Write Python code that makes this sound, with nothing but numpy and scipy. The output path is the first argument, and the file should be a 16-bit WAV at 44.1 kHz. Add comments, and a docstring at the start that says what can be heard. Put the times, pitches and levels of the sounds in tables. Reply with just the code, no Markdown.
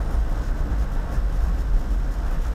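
"""The cabin of a car rolling slowly in heavy traffic booms: deep noise held at an even strength.
The engine adds a slowing hum built from sine waves, and bumps thud as short swelling tones.
Road rumble, tyre roar and upper tyre hiss are coloured noise; a panel growls briefly twice.
A dashboard camera's electronics add hiss, buzzy spurts, thin whines, a sizzle, ticks and crackle."""
import sys
import numpy as np
from scipy import signal
from scipy.fft import irfft
from scipy.io import wavfile
from scipy.ndimage import uniform_filter1d

SR = 44100
rng = np.random.default_rng(int(sys.argv[2]) if len(sys.argv) > 2 else 0)


def dump(signal):
    """Clip the signal to [-1, 1] and save it as 16-bit WAV at the path in sys.argv[1]."""
    limited = np.clip(np.atleast_2d(signal).T, -1, 1)
    pcm = np.round(limited * 32767).astype(np.int16)
    wavfile.write(sys.argv[1], SR, pcm)


N = 112014  # length in samples

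# Noise colours below give only the balance of pitches; strength is set separately.

# Camera hiss colour: (frequency [Hz], relative level [dB per Hz])
HISS_COLOUR = [(1000, -4), (3000, 0), (4000, 0), (4400, -3), (5350, 0), (5900, -3), (7000, -4),
               (7500, -7.5), (8100, -6), (9700, -12.5), (10800, -12.5), (12200, -9), (13200, -10.5),
               (13800, -16), (15000, -16.5), (15600, -20)]
# Hiss resonances: (centre [Hz], width [Hz], lift [dB])
HISS_RESONANCES = [(5380, 250, 2), (8000, 200, 2), (11100, 250, 2.5), (12050, 220, 3)]
HISS_DB, HISS_BUZZ_DB = -54.5, 1.4  # middle level, and swing up and down at the buzz rate
BUZZ_HZ, BUZZ_DEPTH = 64, .16  # buzz rate; relative depth of the buzz in the spurts
REPEAT_SHARE, REPEAT_ABOVE_HZ = .33, 7500  # echoed share of the treble, and where it begins

# Interference spurts: (start [s], length [s], level against SPURT_DB [dB], treble change [dB])
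SPURT_EVENTS = [(0.106, 0.05, -1.5, 1), (0.29, 0.046, -6, 4), (0.349, 0.05, -1.5, -8),
                (0.409, 0.089, 0.5, -7), (0.569, 0.043, -2.5, -3), (0.703, 0.033, -6, -14),
                (0.78, 0.065, -1.5, -1), (.915, 0.042, -4.5, 4), (1.114, 0.055, 1, 0.5),
                (1.32, 0.054, -4, 2), (1.402, .098, -2.5, 0.5), (1.582, 0.041, 0.5, -1),
                (1.781, 0.039, -3, 2), (1.904, 0.0464, -4, 3.5), (1.979, .028, -8, 0), (2.11, .045, -2, 2),
                (2.185, .04, -8, -3), (2.25, 0.04, -3, 1), (2.304, 0.051, -3, 4), (2.413, .08, -0.2, .3)]
# Spurt colour: (frequency [Hz], relative level [dB per Hz])
SPURT_COLOUR = [(1000, -5), (3000, -2), (4400, -6), (5300, 0), (6000, -1), (6800, -1), (7500, -7),
                (8700, -11), (9300, -7), (10800, -12), (12600, -10), (13100, -7), (13700, -14),
                (15600, -17)]
# Spurt resonances: (centre [Hz], width [Hz], lift [dB])
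SPURT_RESONANCES = [(6980, 180, 5), (8000, 150, 8), (10420, 180, 8.5), (11250, 260, 4), (12050, 140, 13.5),
                    (13050, 220, 2)]
SPURT_DB, SPURT_REST_DB = -53.2, -26  # base level, and constant fizz relative to it
SPURT_EDGE_S = .005  # ramp time, also used by the whines
BRIGHT_ABOVE_HZ = 8500  # where each spurt's treble change begins
# Pulse rate, relative rate drift, decay time, and height above the steady fizz
PULSE_HZ, PULSE_JITTER, PULSE_DECAY_S, PULSE_HEIGHT = 215, .2, .0004, 1.9

# Thin whines before wavering: (start [s], length [s], frequency [Hz], level [dB])
WHINE_EVENTS = [(-.01, .128, 8909, -62.5), (.135, .045, 8909, -64), (.56, .13, 7187, -71),
                (.965, .09, 8995, -73), (.965, .22, 10900, -76), (1.07, .115, 8995, -68),
                (1.27, .04, 8995, -72)]
# High sizzle colour: (frequency [Hz], relative level [dB per Hz])
SIZZLE_COLOUR = [(3500, -35), (5000, -15), (5400, 0), (5750, -9), (6500, -28)]
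# Sizzle strength before drift: (time [s], level [dB])
SIZZLE_STRENGTH = [(0, -70), (1.3, -83), (1.8, -71), (1.86, -61), (1.92, -72), (2.05, -67), (2.54, -73)]
# Tiny ticks: (middle [s], level [dB])
TICK_EVENTS = [(.419, -48), (.439, -48), (.5115, -44), (1.177, -41.5), (1.912, -48)]
TICK_S = .0004  # fade time on each side
CRACKLE_PER_S, CRACKLE_DB = 150, -54

# Upper tyre hiss colour: (frequency [Hz], relative level [dB per Hz])
TYRE_HISS_COLOUR = [(400, 1), (850, -12.5), (1100, -2), (1550, -0.5), (1680, -6), (1900, -6.5), (2300, -15),
                    (3000, -15.5)]
# Tyre hiss strength before gain and drift: (time [s], level [dB])
TYRE_HISS_STRENGTH = [(0, -45.5), (.3, -43.5), (1.08, -43.5), (1.15, -41), (1.2, -45), (1.45, -43.5),
                      (1.6, -46), (2.22, -44.5), (2.27, -39.5), (2.31, -44), (2.35, -40.5), (2.42, -45),
                      (2.455, -40), (2.54, -46.5)]
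# Tyre roar colour: (frequency [Hz], relative level [dB per Hz])
TYRE_COLOUR = [(150, -0.5), (400, -3.5), (650, -2.5), (900, -4), (1100, -10), (1500, -11)]
# Tyre roar strength before gain and drift: (time [s], level [dB])
TYRE_STRENGTH = [(0, -38), (.06, -43), (.11, -38.5), (.18, -42), (.9, -43), (.97, -40), (1.06, -41.5),
                 (1.13, -37.5), (1.21, -43.5), (1.5, -45), (1.76, -45), (1.89, -45), (2, -46), (2.27, -42),
                 (2.54, -43)]
TYRE_GAIN_DB, TYRE_HISS_GAIN_DB = 2, -.5
# Road rumble colour: (frequency [Hz], relative level [dB per Hz])
ROAD_COLOUR = [(40, -18), (75, -8.5), (110, -1), (140, -1), (170, -7), (220, -7), (300, -12.5), (400, -17),
               (800, -22), (2000, -99)]
# Rumble strength before drift: (time [s], level [dB])
ROAD_STRENGTH = [(0, -38), (.14, -37), (.21, -45), (.28, -34.5), (.35, -35.5), (.5, -38), (.72, -35),
                 (.98, -41.5), (1.08, -35.5), (1.2, -37), (1.4, -39.5), (1.55, -38.5), (1.75, -38.5),
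                 (1.85, -35), (2.03, -38.5), (2.2, -40.5), (2.54, -42)]
# Cabin resonances: (centre [Hz], width [Hz], lift [dB])
CABIN_RESONANCES = [(292, 27, 3), (452, 16, 4.5), (537, 52, 3.5), (702.7, 21, 5.5), (926, 31, 3.5),
                    (1091, 41, 6.5), (1284, 160, 2.5), (1545, 58, 4), (1640, 30, 3), (1752, 44, 5.5),
                    (1940, 42, 3.5)]

# Panel growls before drift: (middle [s], frequency [Hz], level [dB], half length [s])
PANEL_DRONES = [(1.492, 166.6, -27.5, 0.025), (2.362, 163.9, -34, 0.036)]
# Body bumps before bass evening: (start [s], ring frequency [Hz], level [dB], rise [s])
BUMP_EVENTS = [(.13, 45.6, -14, .015), (.297, 33.3, -16, 0.019), (.389, 36.4, -17.5, 0.016),
               (0.497, 33.7, -13.5, 0.014), (0.602, 37.5, -11.5, 0.012), (.705, 48.5, -16, 0.014),
               (.797, 48.3, -15.5, 0.02), (0.876, 49, -19, 0.019), (0.955, 34.6, -15, 0.017),
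               (1.17, 40.7, -9.5, .014), (1.424, 47.3, -8, 0.017), (1.54, 43.7, -17, 0.012),
               (1.729, 33.5, -5.5, 0.019), (1.901, 42.4, -18, .014), (2.268, 38.4, -15.5, .015),
               (2.37, 35.6, -14, 0.012)]

# Engine firing rate before wavering: (time [s], rate [Hz])
FIRING_RATE = [(0, 52.83), (.3, 51.9), (.75, 48.19), (1.1, 45.67), (1.5, 43.13), (2.0, 42.3), (2.54, 40.33)]
# Engine tones: (multiple of the firing rate, base level [dB])
ENGINE_TONES = [(1, -24.5), (2, -41), (3, -43.5), (4, -48.5), (6, -50)]
# Level change of the firing hum: (time [s], level [dB])
HUM_CHANGE = [(0, 3), (.11, -6.5), (.18, 11.5), (.24, 7.5), (.28, -9), (.7, -5), (.9, 2), (1.05, -6.5),
              (1.15, -1.5), (1.26, 5), (1.65, 1.5), (1.8, 5), (1.87, -7), (1.95, 4), (2.2, 1), (2.54, -1)]
# Level change of the higher tones before drift: (time [s], level [dB])
OVERTONE_CHANGE = [(0, 3), (.5, 1), (.8, 4.5), (1.15, 7), (1.7, -4.5), (2.54, 2)]

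# Cabin boom colour: (frequency [Hz], relative level [dB per Hz])
BOOM_COLOUR = [(10, -30), (18, -15), (23, 0), (28, 4), (42, -3), (56, 2.5), (63, -1), (70, -15), (100, -45)]
# Boom strength relative to BOOM_DB: (time [s], level [dB])
BOOM_CHANGE = [(0, 0.5), (.8, 1), (1.05, -1.5), (1.45, 4.5), (1.75, 2.5), (1.88, -1), (2.05, -1.5),
               (2.54, 2.5)]
BOOM_DB, BOOM_EVEN, BOOM_TOP_HZ = -26, .8, 78  # base level, evenness (0-1), upper edge
# Evenness of all deep bass (0-1), the level it leans towards, upper edge
BASS_EVEN, BASS_KNEE_DB, BASS_TOP_HZ = .33, -20, 75

SKIRT_DB_PER_OCT = 24  # extra fall of each noise above its last colour point
TOP_HZ, FADE_S = 15700, .004  # camera's upper edge; fade at both ends


def undb(db):
    """Turn decibels into a multiplier."""
    return 10 ** (np.asarray(db) / 20)


def unit(x):
    """Scale to an average strength (rms) of 1."""
    return x / np.sqrt(np.mean(x ** 2))


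def curve(rows):
    """Join (time, value) rows by straight lines."""
    return np.interp(np.arange(N) / SR, *np.array(rows, float).T)


def noise(colour, peaks=()):
    """Mix all pitches with random phases, shaped by a colour and its resonances."""
    f = np.arange(N // 2 + 1) * SR / N
    hz, db = np.array(colour, float).T
    shape = np.interp(np.log(f + 1), np.log(hz), db)
    shape -= SKIRT_DB_PER_OCT * np.log2(np.maximum(f / hz[-1], 1))
    for centre, width, lift in peaks:
        shape += lift / (1 + (2 * (f - centre) / width) ** 2)
    random_phase = np.exp(2j * np.pi * rng.random(len(f)))
    return unit(irfft(undb(shape) * random_phase, N))


def walk(rate):
    """Drift smoothly between random values, about `rate` per second, with rms 1."""
    k = int(SR / rate)
    steps = np.repeat(rng.standard_normal(256), k)[:N]
    return unit(uniform_filter1d(uniform_filter1d(steps, k), k))


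def gate(t, start, length):
    """Switch on for a while, with short ramps."""
    nearest_edge = np.minimum(t - start, start + length - t)
    return np.clip(nearest_edge / SPURT_EDGE_S + .5, 0, 1)


def steep_filter(x, edge_hz, kind):
    """Keep the low or high pitches without shifting them in time."""
    return signal.sosfiltfilt(signal.butter(4, edge_hz, kind, fs=SR, output="sos"), x)


def hiss(t):
    """Camera hiss: coloured noise whose strength drifts and pulses at the buzz rate."""
    buzz_db = HISS_BUZZ_DB * np.cos(2 * np.pi * BUZZ_HZ * t)
    level = undb(HISS_DB + .67 * walk(60.66) + buzz_db)
    return level * noise(HISS_COLOUR, HISS_RESONANCES)


def spurts(t):
    """Interference: buzzing noise spiked by uneven pulses, each burst with its own brightness."""
    cycle = 2 * np.pi * BUZZ_HZ * t
    buzz = 1 + BUZZ_DEPTH * (np.cos(cycle) + .5 * np.cos(2 * cycle))
    pulse_count = np.cumsum(PULSE_HZ * (1 + PULSE_JITTER * walk(70))) / SR
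    since_pulse = pulse_count % 1 / PULSE_HZ
    pulses = 1 + PULSE_HEIGHT * np.exp(-since_pulse / PULSE_DECAY_S)
    fizz = unit(buzz * pulses) * noise(SPURT_COLOUR, SPURT_RESONANCES)
    treble = steep_filter(fizz, BRIGHT_ABOVE_HZ, "high")
    out = undb(SPURT_REST_DB) * fizz
    for start, length, db, bright_db in SPURT_EVENTS:
        burst = fizz + (undb(bright_db) - 1) * treble
        out += undb(db) * gate(t, start, length) * burst
    return undb(SPURT_DB) * out


def repeat_treble(x):
    """Add part of the treble again one buzz period later."""
    sos = signal.butter(2, REPEAT_ABOVE_HZ, "high", fs=SR, output="sos")
    return x + REPEAT_SHARE * np.roll(signal.sosfilt(sos, x), int(SR / BUZZ_HZ))


def whines(t):
    """Thin sine tones that come and go, wavering in pitch and level."""
    waver = np.cumsum(12 * walk(50.7)) / SR  # pitch drift with rms 12 Hz
    out = np.zeros(N)
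    for start, length, hz, db in WHINE_EVENTS:
        out += undb(db) * gate(t, start, length) * np.sin(2 * np.pi * (hz * t + waver))
    return out * undb(1.5 * walk(60))


def sizzle():
    """A faint band of high noise, strongest late on."""
    return undb(curve(SIZZLE_STRENGTH) + 2 * walk(37.5)) * noise(SIZZLE_COLOUR)


def ticks(t):
    """Tiny puffs of noise that rise and fade very fast."""
    strength = sum(undb(db) * np.exp(-np.abs(t - middle) / TICK_S) for middle, db in TICK_EVENTS)
    return strength * rng.standard_normal(N)


def crackle():
    """Single-sample clicks at random moments and strengths."""
    hits = rng.random(N) < CRACKLE_PER_S / SR
    return undb(CRACKLE_DB) * hits * rng.standard_normal(N)


def electronics(t):
    """All the camera's own noises, which reach the sound without the cabin's colour."""
    return repeat_treble(hiss(t) + spurts(t)) + whines(t) + sizzle() + ticks(t) + crackle()


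def tyre_hiss():
    """Upper tyre hiss: a brighter wash of noise coloured by the cabin."""
    level = undb(TYRE_HISS_GAIN_DB + curve(TYRE_HISS_STRENGTH) + .34 * walk(57.6))
    return noise(TYRE_HISS_COLOUR, CABIN_RESONANCES) * level


def tyre_roar():
    """Tyre roar through the glass: dull noise coloured by the cabin."""
    level = undb(TYRE_GAIN_DB + curve(TYRE_STRENGTH) + 1.44 * walk(61.5))
    return noise(TYRE_COLOUR, CABIN_RESONANCES) * level


def drones(t):
    """A panel swells into short, unsteady growls: sine tones with a rounded rise and fall."""
    out = np.zeros(N)
    for middle, hz, db, half_s in PANEL_DRONES:
        swell = np.exp(-((t - middle) / half_s) ** 2)
        out += undb(db) * swell * np.sin(2 * np.pi * hz * t)
    return out * undb(2.2 * walk(49.85))


def road():
    """Road rumble through the body: low noise coloured by the cabin."""
    level = undb(curve(ROAD_STRENGTH) + walk(45.3))
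    return noise(ROAD_COLOUR, CABIN_RESONANCES) * level


def bumps(t):
    """Body bumps: low tones that swell and die within a few swings."""
    out = np.zeros(N)
    for start, hz, db, rise_s in BUMP_EVENTS:
        age = np.maximum(t - start, 0)
        rise = age / rise_s
        swell = (rise * np.exp(1 - rise)) ** 2
        out += undb(db) * swell * np.sin(2 * np.pi * hz * age)
    return out


def engine():
    """The slowing firing hum and tones at its multiples, each wavering a little."""
    firing_hz = curve(FIRING_RATE) * (1 + .01243 * walk(12.57))
    phase = 2 * np.pi * np.cumsum(firing_hz) / SR
    hum = undb(curve(HUM_CHANGE))
    overtones = undb(curve(OVERTONE_CHANGE) + 2.25 * walk(25.4))
    out = np.zeros(N)
    for multiple, db in ENGINE_TONES:
        level = undb(db + 1.5 * walk(20)) * (overtones if multiple > 1 else hum)
        out += level * np.sin(multiple * phase + 2 * np.pi * rng.random())
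    return out


def cabin_boom():
    """Deep cabin noise, divided by most of its own swelling so that it stays even."""
    boom = signal.hilbert(noise(BOOM_COLOUR))  # its size is the momentary strength
    even = boom.real / (np.abs(boom) ** 2 + .5) ** (BOOM_EVEN / 2)
    even = unit(steep_filter(even, BOOM_TOP_HZ, "low"))
    return undb(BOOM_DB + curve(BOOM_CHANGE)) * even


def even_bass(x):
    """Partly level out swells and gaps in the deep bass, leaving the rest unchanged."""
    bass = signal.hilbert(steep_filter(x, BASS_TOP_HZ, "low"))
    strength = np.abs(bass) / undb(BASS_KNEE_DB)
    gain = (.8 * strength ** 2 + .2) ** (-BASS_EVEN / 2)  # the .2 limits the lift in gaps
    return x + steep_filter((gain - 1) * bass.real, BASS_TOP_HZ, "low")


def scene():
    """Everything as it reaches the camera, plus the camera's own noises."""
    t = np.arange(N) / SR
    tyres = tyre_hiss() + tyre_roar()
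    car = road() + bumps(t) + engine() + cabin_boom()
    return (electronics(t) + drones(t) + even_bass(tyres + car))[None]


def record(dry):
    """The camera cuts the top steeply; short fades open and close the sound without a click."""
    t = np.arange(N) / SR
    ends = np.clip(np.minimum(t, t[-1] - t) / FADE_S, 0, 1)
    sos = signal.ellip(10, .2, 80, TOP_HZ, fs=SR, output="sos")  # .2 dB ripple, 80 dB cut
    return signal.sosfilt(sos, dry * ends)


dry = scene()
out = record(dry)
dump(out)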